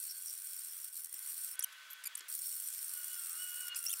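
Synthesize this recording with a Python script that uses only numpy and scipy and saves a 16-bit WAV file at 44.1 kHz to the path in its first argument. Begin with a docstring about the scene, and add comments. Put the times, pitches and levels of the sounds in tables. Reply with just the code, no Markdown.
"""Hole saw in sheet metal

A hole saw on a power drill grinds into a panel in a garage. Its teeth catch and scrape, exciting
the modes of saw and panel. Lifted, it clinks by impact and squeals by stick-slip friction; then it
cuts on with a growing whine until it binds in a run of squeals. A machine whirrs behind."""
import sys
import numpy as np
from scipy import signal
from scipy.fft import rfft, irfft
from scipy.io import wavfile
from scipy.ndimage import uniform_filter1d

SR = 44100
rng = np.random.default_rng(int(sys.argv[2]) if len(sys.argv) > 2 else 0)


def transcribe(signal):
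    """Save signal, clipped to [-1, 1], as a 16-bit WAV file at the path in sys.argv[1]."""
    frames = np.atleast_2d(signal).T
    limited = np.clip(frames, -1, 1)
    pcm = np.round(limited * 32767).astype(np.int16)
    wavfile.write(sys.argv[1], SR, pcm)


N = 176400
T = np.arange(N) / SR
WHINE_FLUTTER_DB, WHINE_FLUTTER_HZ = 2.5, 90


def amp(db):
    """Amplitude ratio of a level in decibels."""
    return 10 ** (np.asarray(db) / 20)


def unit(x):
    """Normalisation to rms 1."""
    return x / np.sqrt(np.mean(abs(x) ** 2) + 1e-20)


def add(mix, start, sound):
    """Superposition of a sound on the mix from a start in seconds."""
    part = mix[max(round(start * SR), 0):][:len(sound)]
    part += sound[:len(part)]


def drift(hz):
    """Random modulation: noise low-passed at hz, rms 1."""
    f = np.fft.rfftfreq(N, 1 / SR)
    return unit(irfft(rfft(rng.standard_normal(N)) / (1 + (f / hz) ** 4), N))


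def colour(x, spectrum):
    """Spectral shaping along a curve over log frequency, to rms 1."""
    hz, db = np.transpose(spectrum)
    f = np.fft.rfftfreq(N, 1 / SR)
    gain = amp(np.interp(np.log(f + 1), np.log(hz), db))
    return unit(irfft(rfft(x) * gain, N))


def band(x, hz, width):
    """Resonance, modelled as a steep band-pass filter."""
    edges = np.clip([hz - width / 2, hz + width / 2], 20, SR / 2 - 100)
    return signal.sosfilt(signal.butter(2, edges, "bandpass", fs=SR, output="sos"), x)


def hiss(hz, width):
    """Response of one resonance to white noise, rms 1."""
    return unit(band(rng.standard_normal(N), hz, width))


def patchy(x):
    """Amplitude modulation by band: narrow bands flare and fade at random."""
    spectra = signal.stft(x, nperseg=256)[2]
    field = uniform_filter1d(rng.standard_normal(spectra.shape), size=2, axis=0)
    field = uniform_filter1d(field, size=10, axis=1)
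    return signal.istft(spectra * amp(2.5 * unit(field)))[1][:N]


def pressure():
    """Friction noise grows with contact force: the push of each cut, or a single tooth's bite."""
    # grinding level under the push, one curve per cut: t/s, level/dB
    cuts = [
        [(0, -42), (.07, -42.5), (.14, -45.5), (.33, -43), (.42, -45.5), (.52, -43), (.875, -46), (.895, -50),
         (.92, -51), (.98, -44.5), (1.055, -49.5), (1.078, -55), (1.13, -46.5), (1.25, -44.5), (1.295, -39.5),
         (1.35, -44.5), (1.43, -40.5), (1.535, -44), (1.56, -53)],
        [(2.283, -44), (2.35, -39), (2.41, -42.5), (2.455, -39.5), (2.62, -41.5), (3.0, -41.5), (3.4, -42),
         (3.68, -42.5), (3.683, -34), (3.712, -78)],
        [(3.755, -55), (3.758, -40.5), (3.8, -42), (3.83, -44), (3.86, -41.5), (3.96, -43), (4.0, -41.5)],
    ]
    # teeth bite as the saw skips in its groove: t/s, level/dB
    tooth_bites = [(0.846, -36.5), (0.885, -41.5), (0.934, -45), (.945, -41), (.958, -40), (.969, -40),
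                   (.976, -38), (.996, -38), (1.007, -41), (1.021, -44), (1.047, -38.5), (1.059, -41),
                   (1.071, -46.5), (1.143, -40)]
    bite_s = 0.0054
    push = sum(amp(np.interp(T, *np.transpose(cut), left=-np.inf, right=-np.inf)) for cut in cuts)
    bites = sum(amp(db) * (abs(T - centre) < bite_s / 2) for centre, db in tooth_bites)
    return np.maximum(push, uniform_filter1d(bites, size=64))


def scraping(catches):
    """Friction noise: its power jumps at each catch and decays exponentially to a steady rub."""
    decay_s, rub = 0.0008, 0.99
    power = signal.lfilter([1], [1, -np.exp(-2 / (decay_s * SR))], catches ** 2)
    mean_power = abs(uniform_filter1d(power, size=3000)) + 1e-9
    return np.sqrt(power / mean_power + rub ** 2) * rng.standard_normal(N)


def grinding():
    """Forced vibration: each tooth catch drives its own mix of modes, which shift as the saw turns."""
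    # modes of saw and panel: f/Hz, bandwidth/Hz, relative level/dB
    steel_modes = [(4445, 590, -24), (5503, 230, -19), (5824, 210, -23), (7235, 120, -20),
                   (8376, 380, -8.5), (9030, 240, -13), (9420, 280, -11), (10350, 190, -18),
                   (11580, 180, -15), (13030, 260, -18), (13900, 370, -13.5), (15000, 820, -16),
                   (15100, 150, -19.5)]
    # broad spectrum of the scraping teeth: f/Hz, relative level/dB
    scrape_spectrum = [(30, -33), (250, -29.5), (700, -33), (1300, -21.5), (3000, -12), (5000, -9),
                       (6600, -6), (8200, 0), (11000, 3.5), (16000, 1)]
    catches_per_s, chatter_hz, chatter_db = 520, 83.2, 6.5
    spread_db, swell_db, wander = 4.5, 2.23, 0.004
    cycles = np.cumsum(chatter_hz * (1 + 0.11 * drift(hz=18))) / SR
    size_db = 2.5 * np.minimum(rng.exponential(1, N), 2.9)
    size_db += chatter_db * np.cos(2 * np.pi * cycles)  # harder once per chatter cycle
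    catches = amp(size_db) * (rng.random(N) < catches_per_s / SR)
    sound = amp(-3.5) * colour(patchy(scraping(catches)), scrape_spectrum)
    for hz, width, db in steel_modes:
        blows = catches * amp(spread_db * rng.standard_normal(N))
        ring = band(scraping(blows), hz, width)
        shift = np.exp(2j * np.pi * np.cumsum(hz * wander * drift(hz=20)) / SR)
        shifted = (signal.hilbert(ring) * shift).real
        sound += amp(db) * unit(shifted * amp(swell_db * drift(hz=20)))
    return sound * pressure()


def singing():
    """Resonance: single modes of the panel swell and fade."""
    # swells: t/s, duration/s, level/dB, f/Hz, bandwidth/Hz
    swells = [(0, 0.24, -61.5, 4430, 403), (0.082, 0.047, -48, 5460, 420), (0.246, 0.081, -48.5, 5620, 495)]
    return sum(amp(db) * hiss(hz, width) * np.sin(np.pi * np.clip((T - start) / length, 0, 1))
               for start, length, db, hz, width in swells)


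def whirr():
    """Broadband air noise and narrowband tones of a machine, fainter while the saw cuts."""
    # rushing air: f/Hz, relative level/dB
    air_spectrum = [(30, -55), (150, -40), (330, -23), (560, -18), (800, -15), (1000, -2.5), (1400, 4),
                    (2300, 2), (3500, 0.5), (5500, -6.5), (9000, -9), (16000, -14)]
    # machine tones: f/Hz, level before the gain/dB
    machine_tones = [(636, -87.5), (1520, -65), (2929, -76.5), (3343, -68)]
    # gain of air and tones together: t/s, gain/dB
    gain_curve = [(0, -10), (.8, -6.5), (.91, -12.5), (.98, -9), (1.08, -13.5), (1.17, -5.5), (1.3, -3),
                  (1.36, -7), (1.52, -4.5), (1.58, 1.5), (2.28, 1), (2.37, -9), (2.9, -4), (3.65, -2.5),
                  (3.73, 3.5), (3.8, -5), (4, -3)]
    sound = amp(-58) * colour(rng.standard_normal(N), air_spectrum)
    for hz, db in machine_tones:
        waver = 0.93 + (drift(hz=13.5) + 1j * drift(hz=13.5)) / 2
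        sound += amp(db) * unit((waver * np.exp(2j * np.pi * hz * T)).real)
    return sound * amp(np.interp(T, *np.transpose(gain_curve)))


def gears():
    """Gear-mesh tones: the labouring drill whines briefly, its pitch gliding with its speed."""
    # whines: t/s, duration/s, level/dB, start f/Hz, end f/Hz
    gear_whines = [(0.116, 0.08, -74, 1562, 1655), (1.035, 0.23, -76.5, 1847, 2210),
                   (1.094, 0.29, -88, 880, 890), (3.27, 0.16, -69, 1215, 1326)]
    out = np.zeros(N)
    for start, length, db, first, last in gear_whines:
        t = np.arange(0, length, 1 / SR)
        phase = 2 * np.pi * np.cumsum(first + (last - first) * t / length) / SR
        envelope = np.sqrt(np.sin(np.pi * t / length))
        add(out, start, amp(db) * unit(envelope * np.sin(phase)))
    return out * amp(WHINE_FLUTTER_DB * drift(WHINE_FLUTTER_HZ))


def bumps():
    """Heavily damped oscillation: the panel bumps on its wooden block."""
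    # bumps: t/s, peak level/dB
    panel_bumps = [(.12, -63), (.796, -67), (.91, -65), (0.947, -62), (1.024, -62), (1.073, -58.5),
                   (1.156, -66), (1.314, -62)]
    hz, decay_s = 500, 0.00047
    out, t = np.zeros(N), T[:SR // 4]
    for start, db in panel_bumps:
        add(out, start, amp(db) * np.cos(2 * np.pi * hz * t) * np.exp(-t / decay_s))
    return out


def clinks():
    """Free vibration after impact: steel on steel dies quickly; one ping of the saw cup lingers."""
    # saw strikes panel: t/s, level/dB, centre f/Hz, bandwidth/Hz, decay time/s
    impacts = [(1.592, -27.5, 10900, 4100, 0.0055), (1.624, -34, 8100, 3040, 0.0066),
               (1.724, -52, 9400, 6040, 0.0092), (1.901, -51, 11100, 7000, 0.018),
               (1.931, -40, 12600, 5000, 0.0038), (2.1524, -30, 8900, 2080, 0.0039),
               (2.171, -42, 11100, 8000, 0.0049), (2.206, -43, 4600, 6100, 0.0046),
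               (3.745, -42.5, 6600, 4000, 0.0072)]
    rise_s, ping_hz, ping_t60_s = 0.0017, 10200, 0.25
    out, t = np.zeros(N), T[:SR // 4]
    for start, db, hz, width, decay in impacts:
        burst = hiss(hz, width) + 0.23 * hiss(hz=9070, width=15200)
        envelope = np.minimum(t / rise_s, 1) * np.exp(-(t / decay) ** 1.5)
        add(out, start, amp(db) * burst[-len(t):] * envelope)
    ping = np.exp(-np.log(1000) * t / ping_t60_s) * np.sin(2 * np.pi * ping_hz * t)
    add(out, start=1.593, sound=amp(-47) * ping)
    return out


def stick_slip(events, harmonics):
    """Self-excited friction tones bend through three pitches; rough ones jitter and smear into noise."""
    # weighting of the harmonics: f/Hz, relative level/dB
    harmonic_spectrum = [(2500, -4), (6000, -1.5), (9000, 5), (12000, 7), (15000, -8.5)]
    out = np.zeros(N)
    jitter, flutter = 0.066 * drift(hz=380), amp(4.5 * drift(hz=250))
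    fuzzes = [drift(hz=676) + 1j * drift(hz=676) for _ in range(harmonics)]
    for start, length, db, first, middle, last, rough in events:
        t = np.arange(0, length, 1 / SR)
        span = (round(start * SR) + np.arange(len(t))) % N
        bend = np.polyfit([0, .5, 1], [first, middle, last], 2)
        hz = np.polyval(bend, t / length) * (1 + rough * jitter[span])
        phase = 2 * np.pi * np.cumsum(hz) / SR
        tone = np.zeros(len(t))
        for k, fuzz in enumerate(fuzzes, 1):
            weight = amp(np.interp(k * hz, *np.transpose(harmonic_spectrum)))
            tone += weight * (np.exp(1j * k * phase) * (1 - rough + rough * fuzz[span])).real
        envelope = np.minimum(np.minimum(t, length - t) / 0.004, 1)  # 4 ms ramps
        add(out, start, amp(db) * unit(tone * flutter[span] * envelope))
    return out


def squeaks():
    """Stick-slip oscillation with a single high partial."""
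    # squeaks: t/s, duration/s, level/dB, start f/Hz, middle f/Hz, end f/Hz, roughness (0-1)
    squeak_events = [(1.604, 0.0068, -43, 5700, 5720, 5600, 0.2),
                     (1.906, 0.037, -51.5, 11200, 13700, 14200, 0.2),
                     (3.863, 0.015, -37.5, 5200, 5600, 5500, 0.2),
                     (3.882, 0.0084, -40, 5870, 5800, 5700, .1)]
    return stick_slip(squeak_events, harmonics=1)


def squeals():
    """Stick-slip oscillation rich in harmonics, as the saw lifts or binds."""
    # squeals: t/s, duration/s, level/dB, start f/Hz, middle f/Hz, end f/Hz, roughness (0-1)
    squeal_events = [(1.635, 0.0151, -33.5, 3050, 3110, 2500, 0),
                     (2.037, 0.012, -46.5, 2700, 2760, 2500, 1),
                     (2.053, 0.028, -40.5, 2580, 2323, 2580, 0.15),
                     (2.176, 0.023, -48, 3220, 2800, 2670, 0.54),
                     (3.756, 0.018, -39.5, 2920, 2513, 3160, 0.07),
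                     (3.852, 0.016, -39.5, 2535, 2630, 2980, 0.4),
                     (3.893, 0.016, -38.5, 2880, 3260, 3330, 0.16),
                     (3.912, 0.0093, -40.5, 3650, 3594, 3620, 0), (3.925, 0.02, -37, 3060, 2885, 2290, 0.2)]
    return stick_slip(squeal_events, harmonics=6)


def thud():
    """A soft impact excites a low, damped resonance: a shoe comes down on the panel."""
    decay_s = 0.027
    out, t = np.zeros(N), T[:SR // 4]
    ring = hiss(hz=383, width=98)[-len(t):] * np.exp(-t / decay_s)
    add(out, start=2.208, sound=amp(-73.5) * ring)
    return out


def whine():
    """Periodic vibration of the loaded saw: a rough tone whose harmonics grow as the cut deepens."""
    # course of the whine: t/s, f/Hz, fundamental level/dB, octave level/dB
    whine_curve = [(2.902, 1485, -77, -88), (2.991, 1458, -59, -62.5), (3.071, 1440, -68, -72),
                   (3.127, 1481, -62, -58), (3.19, 1406, -65.5, -72), (3.291, 1334, -69, -70),
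                   (3.351, 1394, -65, -70), (3.411, 1472, -60, -52.5), (3.519, 1447, -60.5, -57),
                   (3.611, 1464, -59, -54.5), (3.681, 1431, -56, -56), (3.726, 1432, -62, -42.5),
                   (3.78, 1410, -63.5, -66), (3.918, 1373, -67, -61), (4.0, 1392, -64, -101)]
    times, hz, fundamental_db, octave_db = np.transpose(whine_curve)
    pitch = np.interp(T, times, hz) * (1 + 0.00276 * drift(WHINE_FLUTTER_HZ))
    phase = 2 * np.pi * np.cumsum(pitch) / SR
    out = np.zeros(N)
    for k, db in enumerate([fundamental_db, octave_db, octave_db - 17], 1):
        level = np.interp(T, times, db, left=-np.inf) + WHINE_FLUTTER_DB * drift(WHINE_FLUTTER_HZ)
        out += np.sqrt(2) * amp(level) * np.sin(k * phase)
    return out


def scene():
    """Superposition of all sources at one point."""
    panel = grinding() + singing() + squeals() + squeaks() + bumps() + clinks() + thud()
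    return (panel + whine() + gears() + whirr())[None]


def record(dry):
    """Band limiting by a linear-phase low-pass filter."""
    lowpass = signal.firwin(511, cutoff=15800, window=("kaiser", 9), fs=SR)
    return signal.oaconvolve(dry, lowpass[None], "same")


dry = scene()
out = record(dry)
transcribe(out)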